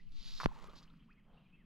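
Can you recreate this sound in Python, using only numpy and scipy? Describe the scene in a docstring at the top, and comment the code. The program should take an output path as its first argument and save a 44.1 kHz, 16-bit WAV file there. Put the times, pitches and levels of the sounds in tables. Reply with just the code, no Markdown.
"""On a quiet river, a fly is cast from a canoe. Sliding friction makes the line hiss in the rod guides.
The fly plops onto the water, where bubbles ring at their resonance, and the line snaps tight with a
knock. Spray patters back, slack is drawn in and the rod swishes once through the air. Birds chirp
along the wooded bank, which echoes them, over a light breeze and the low murmur of the river."""
import sys
import numpy as np
from scipy import signal
from scipy.fft import rfft, irfft
from scipy.io import wavfile
from scipy.ndimage import map_coordinates

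SR = 44100
rng = np.random.default_rng(int(sys.argv[2]) if len(sys.argv) > 2 else 0)


def dump(signal):
    """Clip the signal to [-1, 1] and save it as 16-bit WAV at the path in sys.argv[1]."""
    limited = np.clip(np.atleast_2d(signal).T, -1, 1)
    pcm = np.round(limited * 32767).astype(np.int16)
    wavfile.write(sys.argv[1], SR, pcm)


N = 72765
T = np.arange(N) / SR

# Envelopes of the sustained sounds. Each row: time in seconds, level in dB.
LINE_OUT_LEVEL = [(0, -81.5), (.114, -89.5), (.121, -70), (.14, -73), (.155, -66.5), (.26, -57.5),
                  (.457, -54), (.472, -76.5), (.51, -114)]
LINE_IN_LEVEL = [(.5, -89), (.55, -77.5), (.74, -82.5), (.76, -64), (.805, -65.5), (.817, -79), (.83, -66),
                 (.86, -86), (1.2, -101)]
RUSTLE_LEVEL = [(1.31, -105), (1.34, -83.5), (1.6, -100)]
SPRAY_LEVEL = [(.4, -62), (.47, -68.5), (.53, -66), (.68, -62.5), (.79, -72.5), (.96, -95), (1.2, -105)]
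TRICKLE_LEVEL = [(.68, -72), (1.0, -86.5), (1.2, -98.5)]
SWISH_LEVEL = [(1.22, -100), (1.28, -73), (1.38, -71), (1.45, -82), (1.6, -96)]
CHORUS_LEVEL = [(1.1, -82), (1.3, -86.5), (1.5, -79), (1.65, -84.5)]
BREEZE_LEVEL = [(0, -59), (.11, -43), (.56, -49), (1.1, -76.5)]
MURMUR_LEVEL = [(.4, -62.5), (.95, -60), (1.2, -63.5)]
RIPPLE_LEVEL = [(.08, -86), (.35, -70.5), (.75, -73), (1.04, -84), (1.65, -81.5)]

# Spectra of the noises. Each row: frequency in Hz, relative spectral density in dB.
HISS_SPECTRUM = [(600, -19), (1450, -15), (1800, -15.5), (3000, -6), (3800, 0.5), (4600, 0.5), (5900, -11),
                 (6900, -15), (8900, -35.5), (11000, -23.5), (13200, -38.5), (13900, -54)]
RUSTLE_SPECTRUM = [(2300, -20), (3800, 0), (7000, -37.5)]
SLAP_SPECTRUM = [(600, -23), (1100, 5), (2100, -4), (2900, -11.5), (5500, -15.5), (9000, -37),
                 (11500, -24.5), (15000, -68)]
SPRAY_SPECTRUM = [(200, -9.5), (450, -3), (700, -5), (1150, 1), (1650, -12.5), (7000, -22.5), (9000, -35),
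                  (11500, -34.5), (15000, -53)]
SWISH_SPECTRUM = [(70, -1), (150, 10.5), (300, 1.5), (700, 8), (1300, 0.5), (7000, -42)]
CHORUS_SPECTRUM = [(1500, -13), (2550, 1.5), (2850, -1.5), (3150, 1), (5000, -57.5)]
BREEZE_SPECTRUM = [(12, 4), (28, -9.5), (1000, -72.5)]
MURMUR_SPECTRUM = [(25, 8), (60, -6.5), (100, -14), (160, 2.5), (240, -4.5), (330, -18.5), (550, -30.5),
                   (2500, -49), (16000, -59)]
RIPPLE_SPECTRUM = [(350, 6), (750, -4), (1150, 5), (1700, -3.5), (4000, -24), (7000, -24)]

# Motion of the line in the guides. Each row: time in seconds, relative speed.
LINE_SPEED = [(.24, .98), (.35, 1.04)]
# Jolts of the tightening line. Each row: start in seconds, relative impulse in dB, rise in seconds.
JOLTS = [(0.4538, -1, 0.0016), (0.4592, 0, 0.000021)]
# Response of each side to a jolt. Each row: frequency in Hz, gain in dB.
KNOCK_LEFT = [(5, 3.5), (30, 24.5), (220, 10.5), (480, -1.5), (1100, 9), (3000, -2), (8500, -24.5),
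              (16500, -24.5)]
KNOCK_RIGHT = [(95, -5.5), (150, 20), (220, 20), (400, 18), (950, 11), (2000, -1.5), (3400, -11.5),
               (5200, -33.5), (10000, -51.5)]
# Fly and leader hitting the water. Each row: start in seconds, level in dB.
SLAPS = [(.4015, -40.5), (.4115, -41.5), (.4335, -42.5), (.4402, -39.5)]
# Bubbles of the plop and its drops. Each row: start in seconds, peak in dB, pitch in Hz, decay in seconds.
BUBBLES = [(0.401, -33, 1250, 0.0015), (0.4077, -36.5, 1066, 0.0022), (0.416, -37, 1106, 0.0017),
           (0.4332, -31.5, 1000, 0.00083), (0.4409, -36.5, 776, 0.00082), (.485, -52, 974, 0.0055),
           (.515, -49, 842, 0.0035), (.558, -53.5, 857, 0.0079), (.682, -54.5, 1163, 0.009),
           (.684, -55.5, 395, 0.005), (.695, -59, 527, 0.006), (.821, -62, 1150, .004),
           (0.8775, -62, 2700, 0.0013), (0.902, -66, 1260, 0.006), (0.938, -61, 1180, 0.0014),
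           (1.004, -67, 3020, 0.0032)]
# Small wet ticks. Each row: start in seconds, level in dB, centre frequency in Hz.
TICKS = [(0.641, -58, 3070), (0.674, -70, 11100), (0.697, -57.5, 3650), (0.9, -61.5, 3420),
         (0.993, -70, 2910), (1.129, -72, 4600)]
# Bird notes. Each row: start and length in seconds, level in dB, first, middle and last pitch in Hz.
CHIRPS = [(-.02, 0.034, -64.5, 2200, 2004, 2160), (.008, 0.048, -79, 2300, 2950, 3350),
          (0.055, 0.064, -78.5, 3330, 2690, 2220), (1.08, 0.045, -67, 901, 1466, 2880),
          (1.102, 0.032, -68, 2250, 2565, 2500), (1.162, 0.049, -72, 1895, 2092, 1440),
          (1.238, 0.21, -82.5, 3055, 3140, 3086), (1.37, 0.02, -67.5, 2693, 2744, 2760),
          (1.451, 0.029, -73, 2483, 2413, 2350), (1.522, .042, -65.5, 2590, 2590, 2805),
          (1.569, 0.072, -75, 2290, 2017, 1460)]


def line_hiss(grain_db=1.75, grain_hz=280):
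    """Sliding friction in the guides makes a grainy noise whose frequencies scale with line speed."""
    going_out = level(LINE_OUT_LEVEL) * pan(-3)
    coming_in = level(LINE_IN_LEVEL) * amp(1.76 * drift(hz=50))
    travel = np.cumsum(np.interp(T, *np.transpose(LINE_SPEED)))
    roughness = noise(HISS_SPECTRUM, phase_rad=-0.81)
    friction = np.array([map_coordinates(side, [travel], order=5, mode="mirror") for side in roughness])
    grain = amp(grain_db * drift(grain_hz))
    return np.hypot(going_out, coming_in) * grain * friction


def line_rustle():
    """Friction gives a brief rustle as the line slips along the rod."""
    return level(RUSTLE_LEVEL) * noise(RUSTLE_SPECTRUM)


def line_snap(shudder_s=0.455, shudder_width_s=0.0063, shudder_hz=143, shudder_db=-33):
    """Impulse excitation: the taut line knocks the microphone with a tug, a jolt and a low shudder."""
    force = np.zeros(N)
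    for start, db, rise in JOLTS:
        age = np.maximum(np.arange(N) - round(start * SR), 0) / (SR * rise)
        pulse = age * np.exp(-age)
        force += amp(db) * pulse / pulse.sum()
    # The two sides swing in opposite directions.
    knock = np.array([-filtered(force, KNOCK_LEFT), filtered(force, KNOCK_RIGHT)])
    t = T - shudder_s
    shudder = -amp(shudder_db) * np.exp(-abs(t) / shudder_width_s) * np.cos(2 * np.pi * shudder_hz * t)
    return knock + pan(-11) * shudder


def splash(echo_db=-24, phase_rad=-0.45):
    """Impacts on water radiate noise bursts and bubble tones, which the bank reflects faintly."""
    landed = T >= SLAPS[0][0]
    sound = landed * (spray() + trickle() + trickle())  # two independent trickles
    sound += bursts(SLAPS, decay_s=0.0058) * noise(SLAP_SPECTRUM)[0]
    sound += sum(amp(db) * bubble(T - start, hz, decay) for start, db, hz, decay in BUBBLES)
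    sound += wet_ticks()
    left = irfft(rfft(sound) * np.exp(1j * phase_rad), N)
    return np.array([left, sound]) + amp(echo_db) * bank_echo(sound)


def bubble(t, hz, decay_s, rise_per_decay=0.047, attack_share=0.49):
    """Trapped air rings as a damped oscillator of peak 1, its pitch climbing as it dies."""
    age = np.maximum(t, 0) / decay_s
    envelope = (1 - np.exp(-(age / attack_share) ** 2)) * np.exp(-age)
    cycles = hz * decay_s * age * (1 + rise_per_decay * age / 2)
    return envelope / envelope.max() * np.sin(2 * np.pi * cycles)


def spray(drops_per_s=1400):
    """Shot noise: drops of uneven size land at random instants and merge into a patter."""
    flicker = amp(2.9 * drift(hz=35))
    size = amp(-0.5 * np.minimum(rng.exponential(1, N), 4))
    drops = rng.standard_normal(N) * size * (rng.random(N) < drops_per_s / SR)
    return level(SPRAY_LEVEL) * flicker * unit(filtered(drops, SPRAY_SPECTRUM))


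def trickle(bubbles_per_s=450, low_hz=900, high_hz=4200, decay_cycles=3.5, spread_db=2.5):
    """Tiny bubbles resonate with equal damping per cycle, so the high ones die sooner."""
    sound = np.zeros(N)
    chance, pitch, size = rng.random((3, N))
    for onset in np.flatnonzero(chance < bubbles_per_s / SR)[:-1]:
        hz = low_hz * (high_hz / low_hz) ** pitch[onset]
        gain = amp(spread_db * min(-np.log(1 - size[onset]), 3))
        ring = bubble(T[:SR // 20], hz, decay_cycles / hz)[:N - onset]
        sound[onset:onset + len(ring)] += gain * ring
    return level(TRICKLE_LEVEL) * unit(sound)


def wet_ticks(relative_width=0.13):
    """Short bursts of narrow-band noise are heard as ticks pitched at the centre of the band."""
    sound = np.zeros(N)
    for start, db, hz in TICKS:
        band = np.exp(-((np.fft.rfftfreq(N, 1 / SR) / hz - 1) / relative_width) ** 2 / 2)
        sound += bursts([(start, db)], decay_s=0.0023) * band_noise(band)
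    return sound


def rod_swish():
    """Turbulence behind the moving rod radiates one soft swell of noise."""
    return level(SWISH_LEVEL) * noise(SWISH_SPECTRUM)


def birds(waver=0.028, echo_db=-8.5):
    """Frequency-modulated whistles echo off the bank; a far chorus blends into a band of noise."""
    notes = np.zeros(N)
    for start, length, db, *pitches in CHIRPS:
        progress = np.clip((T - start) / length, 0, 1)
        glide_hz = np.polyval(np.polyfit([0, .5, 1], pitches, 2), progress)
        hz = glide_hz * (1 + waver * drift(hz=212))
        notes += amp(db) * np.sin(np.pi * progress) * np.sin(2 * np.pi * np.cumsum(hz) / SR)
    echo = amp(echo_db) * bank_echo(notes)
    chorus = level(CHORUS_LEVEL) * amp(2 * drift(hz=24.8)) * noise(CHORUS_SPECTRUM)
    return notes + echo + chorus


def breeze():
    """Turbulent pressure on the microphone makes a rumble, incoherent between the sides."""
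    return level(BREEZE_LEVEL) * pan(-0.5) * noise(BREEZE_SPECTRUM, coherence=0)


def river():
    """Two broadband noises superpose: the low murmur of the river and ripples along the bank."""
    murmur = level(MURMUR_LEVEL) * noise(MURMUR_SPECTRUM)
    ripples = level(RIPPLE_LEVEL) * amp(0.63 * drift(hz=61.3)) * noise(RIPPLE_SPECTRUM)
    return murmur + ripples


def bank_echo(sound, t60_s=0.44, build_s=0.02):
    """Scattering from the wooded bank gives a diffuse tail that decays exponentially."""
    envelope = amp(-60 * T / t60_s) * np.minimum(T / build_s, 1)
    tail = unit(rng.standard_normal(N) * envelope) / np.sqrt(N)
    return signal.fftconvolve(sound, tail)[:N]


def amp(db):
    """Amplitude ratio for a level in decibels."""
    return 10 ** (np.asarray(db) / 20)


def unit(x):
    """Normalisation to rms 1."""
    return x / np.sqrt(np.mean(x ** 2) + 1e-30)


def level(envelope):
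    """Gain over time, interpolated in decibels."""
    return amp(np.interp(T, *np.transpose(envelope)))


def pan(db):
    """Gains for a level difference of left over right."""
    return amp(np.array([[db], [-db]]) / 2)


def bin_gains(spectrum, size):
    """Gain per bin, interpolated in decibels over log frequency."""
    hz, db = np.transpose(spectrum)
    return amp(np.interp(np.log(np.fft.rfftfreq(size, 1 / SR) + 1), np.log(hz + 1), db))


def filtered(x, spectrum, size=8192):
    """Minimum-phase filtering: the phase follows from the Hilbert transform of the log gain."""
    log_gain = np.log(bin_gains(spectrum, size))
    mirrored = np.concatenate([log_gain, log_gain[-2:0:-1]])
    response = np.fft.ifft(np.exp(np.conj(signal.hilbert(mirrored)))).real[:size // 2]
    return signal.fftconvolve(x, response)[:N]


def band_noise(gains):
    """White noise weighted bin by bin, at rms 1."""
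    return unit(irfft(rfft(rng.standard_normal(N)) * gains, N))


def drift(hz):
    """Low-pass noise: a random wander of rms 1."""
    return band_noise(np.exp(-(np.fft.rfftfreq(N, 1 / SR) / hz) ** 2))


def noise(spectrum, coherence=1, phase_rad=0):
    """Coloured stereo noise of rms 1 with a set coherence and phase between the sides."""
    common, separate = rfft(rng.standard_normal((2, N))) * bin_gains(spectrum, N)
    left = common * np.exp(1j * phase_rad)
    right = coherence * common + np.sqrt(1 - coherence ** 2) * separate
    return unit(irfft(np.array([left, right]), N))


def bursts(rows, decay_s, attack_s=0.00046):
    """Envelope of transients that rise quickly and decay exponentially."""
    envelope = np.zeros(N)
    for start, db in rows:
        age = np.maximum(T - start, 0)
        envelope += amp(db) * (1 - np.exp(-(age / attack_s) ** 2)) * np.exp(-age / decay_s)
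    return envelope


def scene():
    """Superposition: the pressures of all sources add."""
    return line_hiss() + line_rustle() + line_snap() + splash() + birds() + river() + breeze() + rod_swish()


def record(dry, cutoff_hz=16480):
    """A linear-phase low-pass filter limits the bandwidth."""
    lowpass = signal.firwin(511, cutoff_hz, window=("kaiser", 9), fs=SR)
    return signal.oaconvolve(dry, lowpass[None], "same")


dry = scene()
out = record(dry)
dump(out)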